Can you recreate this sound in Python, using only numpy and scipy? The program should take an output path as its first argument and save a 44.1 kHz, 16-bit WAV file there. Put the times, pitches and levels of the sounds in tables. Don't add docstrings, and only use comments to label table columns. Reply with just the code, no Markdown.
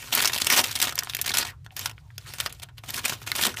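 import sys
import numpy as np
from scipy import signal
from scipy.fft import rfft, irfft
from scipy.io import wavfile
from scipy.ndimage import uniform_filter1d, map_coordinates

SR = 44100
rng = np.random.default_rng(int(sys.argv[2]) if len(sys.argv) > 2 else 0)


def store_pcm(level_fs):
    pcm = np.round(np.clip(level_fs, -1, 1) * 32767).astype(np.int16)
    wavfile.write(sys.argv[1], SR, np.atleast_2d(pcm).T)


def makeup_ratio(level_db):
    decades = np.asarray(level_db, float) / 20
    return 10 ** decades


N = 158760

# frequency_hz, density_db (per Hz)
RUMBLE_SPECTRUM = [(15, -44.5), (25, -16.5), (102, 6), (151, -1.5), (200, -33.5), (300, -32.5), (390, -61),
                   (660, -120)]
# frequency_hz, density_db (per Hz)
HISS_SPECTRUM = [(200, 5), (1000, -2.5), (7000, -10), (15000, -20)]
# frequency_hz, t60_s
BOX_DECAY = [(300, 0.31), (2000, 0.074), (12000, 0.019)]
# frequency_hz, density_db (per Hz)
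BRUSH_SPECTRUM = [(120, -45.5), (200, -7), (300, 1.5), (600, -15)]
# frequency_hz, density_db (per Hz)
PAPER_SPECTRUM = [(120, -38), (200, -5), (371, -8), (469, -8.5), (1210, -3), (3100, 1), (12300, -8.5),
                  (15300, -10.5)]
# frequency_hz, gain_db
MICROPHONE = [(20, -16), (45, 0), (10100, 0), (10500, -5), (10900, 0), (15300, 0), (15700, -40),
              (16500, -48)]

# start_s, length_s, level_db, centre_hz
RUBS = [
    (1.466, 0.039, -44, 1900),
    (1.532, 0.01, -54.5, 1200),
    (1.719, 0.0065, -55, 760),
    (2.017, 0.076, -68, 880),
    (2.26, 0.024, -54.5, 1300),
]
# start_s, length_s, level_db
OPENING_MOTION = [(0, 0.23, -40), (0.117, 0.023, -35.5), (0.142, 0.054, -26), (0.217, 0.046, -25.5),
                  (0.275, 0.084, -37.5), (0.318, 0.071, -33.5), (0.4, 0.15, -33), (0.501, 0.035, -17),
                  (0.549, 0.031, -24), (0.563, 0.031, -15.5), (0.599, 0.07, -33.5), (0.682, 0.23, -36.5),
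                  (0.818, 0.025, -25), (0.872, 0.013, -30.5), (0.946, 0.56, -45), (1.261, 0.046, -29.5),
                  (1.341, 0.074, -28.5), (1.373, 0.025, -29), (1.406, 0.07, -40.5), (1.459, 0.039, -44),
                  (1.645, 0.0097, -54.5), (1.717, 0.0099, -56), (1.767, 0.035, -34.5), (1.81, 0.065, -34.5),
                  (1.867, 0.045, -68)]
CLOSING_MOTION = [(1.93, 0.32, -66), (2.19, 0.097, -53), (2.263, 0.039, -42), (2.304, 0.17, -44.5),
                  (2.383, 0.087, -40), (2.496, 0.005, -41), (2.528, 0.073, -55), (2.621, 0.0057, -38),
                  (2.773, 0.014, -50), (2.836, 0.2, -44.5), (2.888, 0.015, -33), (2.939, 0.056, -30.5),
                  (3.035, 0.1, -31.5), (3.13, .027, -42), (3.14, 0.1, -52), (3.217, 0.017, -41.5),
                  (3.266, 0.034, -34), (3.311, 0.037, -42.5), (3.353, 0.077, -26.5), (3.416, 0.056, -21.5),
                  (3.481, 0.032, -34), (3.52, 0.013, -41.5), (3.566, .04, -34.5)]
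# start_s, length_s, level_db, low_against_high_band_db
EARLY_RUNS = [(0.026, 0.006, -42, 7), (0.0435, 0.0055, -49.5, 8), (0.1262, 0.02, -23, 0.5),
              (0.1623, 0.0047, -26, -5), (0.1914, 0.0035, -21.5, -2), (0.2034, 0.004, -21.5, 0),
              (0.2236, 0.0058, -19.0, -4.5), (0.2466, 0.0025, -22.5, -3), (0.2556, 0.0031, -17.5, -1),
              (0.3328, 0.0056, -24.5, -1.5), (0.3513, 0.0032, -28.5, -6), (0.3611, 0.0044, -26.5, 2),
              (0.3787, 0.01, -28, -6.5), (0.4027, 0.0074, -34.5, -9), (0.5243, 0.0033, -14, -9),
              (0.5995, 0.0045, -17, -12), (0.6112, 0.0055, -23, -11.5), (0.6434, 0.005, -28, -11.5),
              (0.6557, 0.0034, -33, 2), (0.6639, 0.003, -33.5, 0), (0.6924, 0.0066, -37, 4),
              (0.725, 0.0051, -35, -4), (0.7726, 0.0058, -33, 2.5), (0.8013, 0.0023, -22.5, -4.5),
              (0.8526, 0.0029, -27, -5.5), (0.8806, 0.0056, -33.5, 1.5), (0.8942, 0.0024, -27, -6),
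              (1.0063, 0.0033, -37.5, 1)]
LATE_RUNS = [(1.2437, 0.0071, -32.0, 0), (1.2781, 0.005, -26.5, -1.0), (1.2937, 0.0032, -24.5, -3.5),
             (1.3171, 0.0033, -29.5, -6), (1.3393, 0.0055, -26, 1), (1.3499, 0.0035, -25, -5),
             (1.3831, 0.0082, -20, -4), (1.3953, 0.0024, -26, -4), (1.427, 0.0046, -27.5, 4.5),
             (1.4499, 0.0048, -31.5, 4), (1.913, 0.0027, -42, 6), (2.4409, 0.0064, -44, -1),
             (2.6306, 0.0067, -34, -5), (2.9045, 0.0045, -32, -8.5), (2.9616, 0.0037, -28.5, -10),
             (2.9779, 0.0101, -30, 2.5), (2.9924, 0.0085, -34, 3.5), (3.0439, 0.0029, -33, 11),
             (3.0816, 0.0015, -26, -4), (3.123, 0.0029, -33, 13), (3.2748, 0.0031, -27.5, 5),
             (3.2848, 0.0048, -38, 8), (3.3915, 0.0048, -28.5, 10), (3.427, 0.0029, -24, 1),
             (3.4518, 0.0027, -17.0, -2), (3.4674, 0.0046, -22, -4.0), (3.4922, 0.0054, -33, 7),
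             (3.542, 0.003, -37.0, 5)]
EXTRA_RUNS = [(0.2978, .005, -27.5, 7), (0.4168, .007, -21.5, -1), (0.469, 0.0042, -18, -4),
              (0.713, .006, -26, -5.5), (0.755, 0.014, -26, -3), (3.052, 0.01, -22.5, -7.5)]
# start_s, peak_db, low_db (0.5-2.5 kHz part against the peak), t60_s
LIFT_SNAPS = [(0.1509, 1, -19, 0.013), (0.1738, -14.5, -5.5, 0.056), (0.2172, -9.5, -28.5, 0.013),
              (0.2392, -12, -10.5, 0.0051), (0.2745, -8.5, -14.5, 0.045), (0.3211, -19.5, -12, 0.016),
              (0.3447, -9.5, -9.5, 0.0055), (0.4459, -13.5, -13.5, 0.01), (0.5013, -4, -26, 0.0079),
              (0.6405, -11, -12.5, 0.031), (0.6719, -20, -13.5, 0.017), (0.7894, -17.5, -18.5, 0.013),
              (0.816, -7.5, -18.5, 0.039), (0.826, 0.5, -21.5, 0.018), (0.8715, -15.5, -5, 0.034)]
FOLD_SNAPS = [(0.9239, -20.5, -10, 0.026), (0.9553, -15, -24, 0.017), (0.979, -15.5, -8.5, 0.017),
              (0.9902, -7.5, -14, 0.02), (1.024, -24.5, 6.5, 0.041), (1.0346, -17, -14, 0.0088),
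              (1.0466, -23.5, -16, 0.0057), (1.0723, -25.5, 4.5, 0.021), (1.0969, -18, -13, 0.033),
              (1.1355, -17, -10.5, 0.0057), (1.1485, -10.5, -13, 0.021), (1.1677, -16.5, -15.5, 0.014),
              (1.1891, -21, -7, 0.052), (1.2142, -9, -21, 0.032), (1.265, -5.5, -23, 0.0057),
              (1.371, -4.5, -13.5, 0.017), (1.6635, -30, -2, 0.012), (1.7657, -17.5, -21, 0.034),
              (1.7933, -12, -24, 0.0054), (1.8585, -8, -12.5, 0.018), (1.8953, -27, -8.5, 0.034)]
SETTLE_SNAPS = [(2.1806, -19.5, -12.5, 0.015), (2.3365, -23, -8, 0.035), (2.385, -20.5, -12, 0.0052),
                (2.4016, -10.5, -10, 0.024), (2.409, -14, -16, 0.0085), (2.461, -13.5, -9, 0.031),
                (2.5254, -25.5, -17.5, 0.024), (2.5983, -30.5, -12, 0.015), (2.6274, -33, -24, 0.022),
                (2.6875, -40, -3.5, 0.057), (2.7808, -32, -8.5, 0.045), (2.8373, -25.5, 4, 0.017)]
PRESS_SNAPS = [(2.9429, -16.5, -17, 0.017), (3.0959, -13.5, -13, 0.03), (3.218, -29.5, 5, 0.013),
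               (3.3173, -9, -14.5, 0.0071), (3.363, -8, -29.5, 0.0095), (3.3883, -17.5, -2, 0.007),
               (3.4126, -9.5, -12, 0.0082), (3.4215, -6, -29, 0.014), (3.437, -6.5, -10.5, 0.011)]
# start_s, peak_db, pitch_hz
POPS = [
    (0.989, -6, 6180),
    (1.707, -37.5, 2400),
    (1.861, -16, 2590),
    (1.98, -30, 1810),
    (2.104, -31, 1540),
    (3.317, -4, 1803),
    (3.571, -18.5, 2400),
]

ATTACK_DB_PER_S = 5012
BUMPS_DB = 3.5


def unit(x):
    return x / np.sqrt(np.mean(x ** 2, -1, keepdims=True) + 1e-20)


def along(points, hz):
    f, value = np.transpose(points)
    return np.interp(np.log(hz + 1), np.log(f + 1), value)


def wobble(rate_hz):
    return map_coordinates(rng.standard_normal(N // 100), [np.arange(N) * rate_hz / SR])


def filtered(noise, gain_db):
    return unit(irfft(rfft(noise) * makeup_ratio(gain_db), noise.shape[-1]))


def coloured(spectrum):
    return filtered(rng.standard_normal(N), along(spectrum, np.fft.rfftfreq(N, 1 / SR)))


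def placed(bursts, start_s):
    where = np.round(start_s * SR).astype(int)[:, None] + np.arange(bursts.shape[1])
    return np.bincount(where.ravel(), bursts.ravel(), N + bursts.shape[1] + SR)[:N]


def leaning(tilt_db):
    def colour_db(hz):
        slope_db = np.multiply.outer(tilt_db, np.log2(np.maximum(hz, 900) / 3500))
        bass_loss_db = 4 * np.log2(np.clip(hz / 900, .1, 1))
        return along(PAPER_SPECTRUM, hz) + slope_db + bass_loss_db
    return colour_db


def cracks(start_s, peak_db, colour_db, t60_s, size):
    spike_t60_s, body_db, rise_s = .0022, -8, .00028
    hz, t = np.fft.rfftfreq(size, 1 / SR), np.arange(size) / SR
    noise = rng.standard_normal((len(start_s), size))
    knots = rng.standard_normal((len(start_s), 16))
    position = np.sqrt(hz / hz[-1]) * 15
    bumps = np.array([np.interp(position, np.arange(16), k) for k in knots])
    tone = filtered(noise, colour_db(hz) + BUMPS_DB * bumps)
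    spike = makeup_ratio(-60 * t / spike_t60_s)
    ringing = makeup_ratio(body_db - 60 * t / np.clip(t60_s, .002, .1)[:, None])
    rise = 1 - np.exp(-t / rise_s)
    return placed(tone * makeup_ratio(peak_db)[:, None] * (spike + ringing) * rise, start_s)


def room():
    swell_db = 0.5 * np.arange(N) / SR + 1.2 * wobble(4.9)
    return makeup_ratio(-49 + swell_db) * coloured(RUMBLE_SPECTRUM) + makeup_ratio(-70.5) * coloured(HISS_SPECTRUM)


def box(x):
    hz, t, z = signal.stft(rng.standard_normal(SR // 4), SR, nperseg=128)
    decay = makeup_ratio(-60 * t / along(BOX_DECAY, hz)[:, None])
    tail = signal.istft(z * decay, SR, nperseg=128)[1]
    delayed = np.pad(x, (60, 0))
    return signal.fftconvolve(delayed, tail / np.linalg.norm(tail))[:N]


def rubs():
    width_octaves, fade_db_per_s = 0.33, 898.5
    t, hz = np.arange(N) / SR, np.fft.rfftfreq(N, 1 / SR) + 1
    total = np.zeros(N)
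    for start_s, length_s, level_db, centre_hz in RUBS:
        outside_s = np.maximum(np.abs(t - start_s - length_s / 2) - length_s / 2, 0)
        resonance_db = -6 * (np.log2(hz / centre_hz) / width_octaves) ** 2
        whisper = filtered(rng.standard_normal(N), resonance_db)
        total += makeup_ratio(level_db - fade_db_per_s * outside_s) * whisper
    return total


def motion(release_db_per_s):
    t, power = np.arange(N) / SR, np.zeros(N)
    for start_s, length_s, level_db in [*OPENING_MOTION, *CLOSING_MOTION]:
        rise_db = np.minimum(ATTACK_DB_PER_S * (t - start_s), 0)
        fall_db = np.maximum(release_db_per_s * (t - start_s - length_s), 0)
        power += makeup_ratio(level_db + rise_db - fall_db) ** 2
    return np.sqrt(power)


def slide():
    z = signal.stft(coloured(PAPER_SPECTRUM), nperseg=256)[2]
    field = uniform_filter1d(rng.standard_normal(z.shape), size=8, axis=0)
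    field = uniform_filter1d(field, size=10, axis=1)
    patch_gain = makeup_ratio(4 * field / field.std())
    return unit(signal.istft(z * patch_gain, nperseg=256)[1][:N])


def buckles(count=3000):
    u = rng.random((count, 4))
    level_db = -4 * np.log(u[:, 1] + 1 / 20)
    colour_db = leaning(3.5 * (2 * u[:, 2] - 1))
    return unit(cracks(u[:, 0] * N / SR, level_db, colour_db, t60_s=.008 * (.5 + u[:, 3]), size=512))


def rustle():
    dull_hz = 2950
    clumps = makeup_ratio(2 * wobble(70))
    sheet = clumps * (makeup_ratio(-5) * buckles() + makeup_ratio(-6) * slide())
    dull = irfft(rfft(sheet) / (1 + (np.fft.rfftfreq(N, 1 / SR) / dull_hz) ** 2), N)
    slow, quick = motion(release_db_per_s=502), motion(release_db_per_s=1494.5)
    hand_strength = np.sqrt(np.abs(uniform_filter1d(slow ** 2, size=4000)))
    hand = makeup_ratio(-21) * hand_strength * coloured(BRUSH_SPECTRUM)
    return slow * dull + quick * (sheet - dull) + hand


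def runs(size=1024):
    lead_s, release_db_per_s = .002, 3200
    events = np.transpose([*EARLY_RUNS, *LATE_RUNS, *EXTRA_RUNS])
    start_s, length_s, level_db, low_db = events[:, :, None]
    since_start = np.arange(size) / SR - lead_s
    tilt_db = -.4 * (low_db[:, 0] + 2)
    colour_db = leaning(tilt_db)(np.fft.rfftfreq(size, 1 / SR))
    bumps = unit(uniform_filter1d(rng.standard_normal(colour_db.shape), size=24, axis=1))
    noise = rng.standard_normal((len(start_s), size))
    tone = filtered(noise, colour_db + BUMPS_DB * bumps)
    grain = unit(uniform_filter1d(rng.standard_normal(noise.shape), size=30, axis=1))
    rise_db = np.minimum(ATTACK_DB_PER_S * since_start, 0)
    fall_db = np.maximum(release_db_per_s * (since_start - length_s * 0.63), 0)
    bursts = tone * makeup_ratio(level_db + 1 + rise_db - fall_db + 4 * grain)
    return placed(bursts, start_s[:, 0] - lead_s)


def pops():
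    start_s, peak_db, pitch_hz = np.transpose(POPS)

    def resonance_db(hz):
        return -6 * (np.log2((hz + 1) / pitch_hz[:, None]) / .48) ** 2

    return cracks(start_s, peak_db, resonance_db, np.full(len(start_s), .014), size=1024)


def snaps():
    events = [*LIFT_SNAPS, *FOLD_SNAPS, *SETTLE_SNAPS, *PRESS_SNAPS]
    start_s, peak_db, low_db, t60_s = np.transpose(events)
    tilt_db = -0.65 * (low_db + 11.5)
    return cracks(start_s, peak_db + 2, leaning(tilt_db), t60_s, size=2560)


def scene():
    paper = rubs() + rustle() + runs() + pops() + snaps()
    return (room() + makeup_ratio(-13) * box(paper) + paper)[None]


def roll_off(x):
    return signal.sosfilt(signal.butter(12, 16490, fs=SR, output="sos"), x)


def record(dry):
    ceiling = .5
    limited = dry / (1 + np.abs(dry / ceiling) ** 4) ** .25
    response = makeup_ratio(along(MICROPHONE, np.fft.rfftfreq(N, 1 / SR)))
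    mix = irfft(rfft(limited) * response, N)
    return roll_off(mix)


dry = scene()
out = record(dry)
store_pcm(out)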